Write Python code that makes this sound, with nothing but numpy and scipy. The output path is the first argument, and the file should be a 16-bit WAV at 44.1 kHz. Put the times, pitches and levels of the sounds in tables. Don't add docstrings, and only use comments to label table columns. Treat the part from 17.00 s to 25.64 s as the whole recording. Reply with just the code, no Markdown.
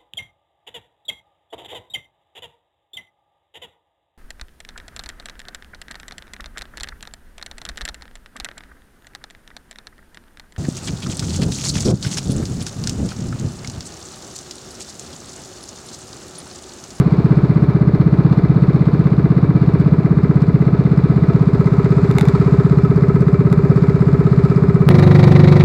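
import sys
import numpy as np
from scipy import signal
from scipy.fft import rfft, irfft, next_fast_len
from scipy.io import wavfile

SR = 44100
rng = np.random.default_rng(int(sys.argv[2]) if len(sys.argv) > 2 else 0)


def persist_wave(psi):
    counts = np.round(np.clip(psi, -1, 1) * 32767).astype(np.int16)
    wavfile.write(sys.argv[1], SR, np.atleast_2d(counts).T)


N = 381024
LEAD = 11025
TIME = np.arange(-LEAD, N) / SR
JUMP_S = 7.8893


def from_db(db):
    return 10 ** (np.asarray(db) / 20)


def rms_one(x):
    return x / np.sqrt(np.mean(x ** 2) + 1e-20)


def in_time(rows):
    return np.interp(TIME, *np.transpose(rows))


def white():
    return rng.standard_normal(len(TIME))


def wander(per_s):
    values = rng.standard_normal(256)
    return np.interp((TIME - TIME[0]) * per_s, np.arange(len(values)), values)


def coloured(x, spectrum):
    size = next_fast_len(len(x))
    hz, db = np.transpose(spectrum)
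    bins = np.maximum(np.arange(size // 2 + 1) * SR / size, 1)
    gain = from_db(np.interp(np.log(bins), np.log(hz), db))
    return rms_one(irfft(rfft(x, size) * gain, size)[:len(x)])


def resonance(x, hz, width_hz):
    r = np.exp(-np.pi * width_hz / SR)
    feedback = [1, -2 * r * np.cos(2 * np.pi * hz / SR), r * r]
    return signal.lfilter(np.array([1, 0, -1]) * (1 - r * r) / 2, feedback, x + 1e-18)


def panel(kicks, hz, width_hz):
    return resonance(resonance(kicks, hz, width_hz), hz, width_hz)


def cycles(rpm, firing_s):
    count = np.cumsum(rpm * np.ones(len(TIME))) / (120 * SR)
    return count - np.interp(firing_s, TIME, count)


def firings(cycle, uneven_db, jitter_s, lag_s=0):
    at = np.flatnonzero(np.diff(np.floor(cycle)))
    timing, strength = rng.standard_normal((len(at), 2)).T
    at += np.round((lag_s + jitter_s * timing) * SR).astype(int)
    kicks = np.zeros(len(TIME))
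    kicks[np.clip(at, 0, len(TIME) - 1)] = from_db(uneven_db * strength) * SR / 1000
    return kicks


def burst(cycle, share, decay, uneven_db):
    count, since = np.divmod(cycle - share, 1)
    strength = from_db(uneven_db * rng.standard_normal(256))
    return strength[(count - count.min()).astype(int)] * np.exp(-since / decay)


# (frequency [Hz], relative level [dB])
CHURN_SPECTRUM = [(15, -11), (40, -12.5), (65, -6.5), (100, -1.5), (135, 7.5), (200, -1), (300, -5.5),
                  (430, -10), (530, -13.5), (700, -15.5), (1100, -64.5)]

def churn(level_db):
    return from_db(level_db) * coloured(white(), CHURN_SPECTRUM)


# (time [s], relative level [dB])
TACKLE_TICKS = [(5.1128, -25), (5.1847, -12), (5.2108, -17.5), (5.254, -26), (5.2854, -21.5),
                (6.528, -24.5)]

def contacts(count, bounce_s=0.01, loss_db=13):
    gaps = bounce_s * rng.uniform(.8, 1.2, (len(TACKLE_TICKS), count))
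    return [(s + gap[:k].sum(), db - k * loss_db)
            for (s, db), gap in zip(TACKLE_TICKS, gaps) for k in range(count)]


# (frequency [Hz], width [Hz], relative level [dB])
TACKLE_MODES = [(854, 99, 23.5), (1390, 300, 14), (1970, 320, 15), (3590, 240, 15.5), (4550, 260, -1),
                (5800, 390, -1), (7000, 740, 3.5), (9750, 810, 2), (12000, 2000, -3)]

def tackle(decay_s, gain_db, scrape_db, dull_hz):
    age = np.arange(SR // 100) / SR
    touch = np.zeros(len(TIME))
    for s, db in contacts(count=3):
        scrape = rng.standard_normal(len(age)) * np.exp(-age / decay_s)
        blow = (age == 0) + from_db(scrape_db) * scrape / np.linalg.norm(scrape)
        at = np.searchsorted(TIME, s)
        touch[at:at + len(age)] += from_db(db) * blow
    touch = signal.lfilter(*signal.butter(1, dull_hz, fs=SR), touch)
    return sum(from_db(gain_db + db) * resonance(touch, hz, width) for hz, width, db in TACKLE_MODES)


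def click(gain_db, dull_hz):
    spike = np.zeros(len(TIME))
    spike[np.searchsorted(TIME, JUMP_S)] = from_db(gain_db)
    return signal.lfilter([1], [1, -np.exp(-2 * np.pi * dull_hz / SR)], spike)


def facing(turn, ahead_db, side_db):
    return from_db(ahead_db + turn * (side_db - ahead_db))


# (frequency [Hz], width [Hz], relative level [dB])
VALVE_MODES = [(4170, 86, 4), (5030, 180, 4), (6150, 87, -5), (7700, 500, -8.5), (10080, 440, -12)]

def valve(cycle, turn):
    taps = white() * burst(cycle, share=0.028, decay=0.077, uneven_db=4.5)
    ring = sum((-1) ** k * from_db(db) * resonance(taps, hz, width)
               for k, (hz, width, db) in enumerate(VALVE_MODES))
    return facing(turn, ahead_db=-68, side_db=-55.5) * rms_one(ring)


# (frequency [Hz], width [Hz], struck at [cycles], level ahead [dB], level to the side [dB])
SLOW_COVER_MODES = [(991, 62, .24, -52.5, -40.5), (1289, 57, .25, -49, -33), (2034, 100, .225, -51, -50.5),
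                    (2315, 23, .25, -54.5, -52.5), (3720, 320, 0.17, -68, -64),
                    (4205, 200, 0.16, -62.5, -65.5)]

def slow_covers(cycle, turn, chatter_db=-3.0):
    sound = 0
    for hz, width, share, ahead, side in SLOW_COVER_MODES:
        strikes = firings(cycle - share, uneven_db=2.0, jitter_s=.0005)
        ping = rms_one(panel(strikes, hz, width))
        buzz = white() * burst(cycle, share, decay=0.098, uneven_db=4.0)
        chatter = from_db(chatter_db) * width / 100 * rms_one(resonance(buzz, hz, width))
        sound += facing(turn, ahead, side) * rms_one(ping + chatter)
    return sound


# (frequency [Hz], width [Hz], level [dB])
FAST_COVER_MODES = [(1201, 26, -37.5), (1860, 60, -42.5), (2030, 59, -46.5), (2270, 41, -43),
                    (3810, 67, -48), (4150, 120, -57)]

def fast_covers(cycle):
    knocks = clatter(cycle, FAST_GEAR_KNOCKS, steady_db=4, uneven_db=3.5)
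    return sum(from_db(db) * rms_one(resonance(knocks, hz, width)) for hz, width, db in FAST_COVER_MODES)


def clatter(cycle, knocks, steady_db, uneven_db):
    power = sum((from_db(db) * burst(cycle, share, decay, uneven_db)) ** 2 for share, decay, db in knocks)
    return white() * np.sqrt(power + from_db(steady_db) ** 2)


# (time after the exhaust opens [cycles], decay [cycles], relative level [dB])
SLOW_GEAR_KNOCKS = [(0.065, 0.12, -1.5), (0.269, 0.25, -0.5), (0.679, .07, -10), (.825, 0.12, 0)]
# (frequency [Hz], relative level [dB])
AHEAD_SPECTRUM = [(440, -32.5), (700, 0.5), (1100, 0), (1470, -7.5), (1800, -23.5), (2050, -12),
                  (2380, -13), (3150, -23.5), (3700, -16.5), (4400, -18), (5700, -31), (8200, -38),
                  (10500, -49), (15500, -62)]
SIDE_SPECTRUM = [(440, -37.5), (750, -8), (950, -4.5), (1290, -3), (1500, -8.5), (2320, -13), (2980, -29.5),
                 (3750, -23), (5000, -24), (5700, -32.5), (7500, -29), (8800, -41.5), (10100, -41),
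                 (15500, -66.5)]

def slow_gear(cycle, turn, wander_db=-2.77):
    knocks = clatter(cycle, SLOW_GEAR_KNOCKS, steady_db=-4.5, uneven_db=2.5)
    gain = facing(turn, ahead_db=-38, side_db=-36) * from_db(wander_db * wander(per_s=2.7))
    return gain * ((1 - turn) * coloured(knocks, AHEAD_SPECTRUM) + turn * coloured(knocks, SIDE_SPECTRUM))


# (time [cycles], decay [cycles], relative level [dB])
FAST_GEAR_KNOCKS = [(.045, 0.32, 12.5), (0.169, 0.17, 11), (.29, 0.17, 12.5), (.62, .08, -9)]
# (frequency [Hz], relative level [dB])
RASP_SPECTRUM = [(400, -13), (700, 0), (1150, -1), (1550, -7), (1950, 0.5), (2400, -7.5), (3000, -17),
                 (3900, -9.5), (4700, -17), (5800, -25), (7500, -30.5), (11000, -54.5), (15500, -53.5)]

def rasp(cycle, start_db=-29, rise_db_per_s=3.5):
    knocks = clatter(cycle, FAST_GEAR_KNOCKS, steady_db=-4, uneven_db=2.0)
    return from_db(start_db + rise_db_per_s * (TIME - JUMP_S)) * coloured(knocks, RASP_SPECTRUM)


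def frame(kicks, level_db, decay_s, spectrum):
    age = np.arange(SR // 10) / SR
    answer = rng.standard_normal(len(age)) * np.exp(-age / decay_s)
    return from_db(level_db) * coloured(signal.fftconvolve(kicks, answer)[:len(TIME)], spectrum)


# (frequency [Hz], width [Hz], delay [s], gain ahead [dB], gain to the side [dB])
SLOW_PANELS = [(73, 15.3, 0.01, 6.5, 9.5), (226.3, 37, 0.0039, 3, -2), (272.4, 30, 0.00887, -2, 2),
               (309, 36.4, 0.00598, 2.5, -10), (334, 15, 0.00536, -1, -19),
               (396.5, 29.2, 0.0148, 0.5, 13.5), (435.3, 30, 0.00785, -8, -3.5),
               (468.6, 14, 0.00803, -4.5, -3), (589.6, 9.4, 0.0043, -10.5, -8)]

def slow_hull(shakes, turn):
    return sum((-1) ** k * facing(turn, ahead, side) * panel(np.roll(shakes, round(delay * SR)), hz, width)
               for k, (hz, width, delay, ahead, side) in enumerate(SLOW_PANELS))


# (frequency [Hz], width [Hz], gain [dB])
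FAST_PANELS = [(94.1, 6, 24), (149.25, 5.5, 18), (169, 16, -14), (250, 19.5, 3.5), (357, 22.2, 14),
               (498, 27, -3.5), (563, 31, -2.5), (746, 44, -4), (880, 75, -14.5), (933, 37, -7.5),
               (1016, 7.6, 0)]

def fast_hull(shakes):
    return sum((-1) ** k * from_db(db) * panel(shakes, hz, width)
               for k, (hz, width, db) in enumerate(FAST_PANELS))


def exhaust(kicks, gain_db, band_hz):
    silencer = signal.butter(3, band_hz, "band", fs=SR, output="sos")
    return -from_db(gain_db) * signal.sosfilt(silencer, kicks + 1e-18)


# (time [s], crank speed [rpm])
CRANK_SPEED = [(0.0, 1956.1), (0.47, 1903.2), (1.03, 1912.4), (1.32, 1936.6), (2.46, 1930.1),
               (2.61, 1953.1), (3.08, 1930.5), (4.14, 1946.4), (4.6, 1922.4), (5.09, 1952.7),
               (5.77, 1918.5), (6.33, 1959.3), (6.96, 1942.4), (7.88, 1961.6)]
# (time [s], turn [0 ahead .. 1 to the side])
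MICROPHONE_TURN = [(0, 0.14), (1.4, 0.01), (2.7, 0.068), (3.3, 0.27), (4.1, 0.16), (4.8, 0.67)]

def slow_engine():
    cycle = cycles(in_time(CRANK_SPEED), firing_s=-.005)
    turn = in_time(MICROPHONE_TURN)
    puffs = firings(cycle, uneven_db=.4, jitter_s=.00007)
    boom = exhaust(puffs, gain_db=15.0, band_hz=(116.2, 182.3))
    shakes = firings(cycle, uneven_db=-0.5, jitter_s=.00006)
    covers = slow_covers(cycle, turn)
    rattle = frame(shakes, level_db=-36.5, decay_s=0.081, spectrum=[
        (350, -26), (520, -12), (650, 2), (850, -2.5), (1100, 5.5), (1400, -1), (2400, -13), (5000, -59)])
    gear = slow_gear(cycle, turn) + valve(cycle, turn)
    return boom + slow_hull(shakes, turn) + covers + rattle + gear + churn(level_db=-22.0)


def fast_engine():
    cycle = cycles(rpm=2932, firing_s=7.9002)
    puffs = firings(cycle, uneven_db=-0.5, jitter_s=.00008)
    boom = exhaust(puffs, gain_db=14.5, band_hz=(104.5, 190.3))
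    shakes = firings(cycle, uneven_db=0.3, jitter_s=.00007, lag_s=0.002)
    rattle = frame(shakes, level_db=-29.5, decay_s=0.038, spectrum=[
        (350, -22), (520, 9), (900, 4), (1300, 3), (2200, -18), (3000, -30), (6000, -51)])
    return boom + fast_hull(shakes) + rattle + fast_covers(cycle) + rasp(cycle) + churn(level_db=-16.5)


def scene():
    engine = np.where(TIME < JUMP_S, slow_engine(), fast_engine())
    ticks = tackle(decay_s=0.002, gain_db=12.5, scrape_db=-5, dull_hz=5160)
    return (engine + ticks + click(gain_db=14.5, dull_hz=2200))[None, LEAD:]


def record(dry):
    rounded = dry / (1 + dry ** 12) ** (1 / 12)
    return signal.sosfilt(signal.ellip(10, .1, 80, 15800, fs=SR, output="sos"), rounded)


dry = scene()
out = record(dry)
persist_wave(out)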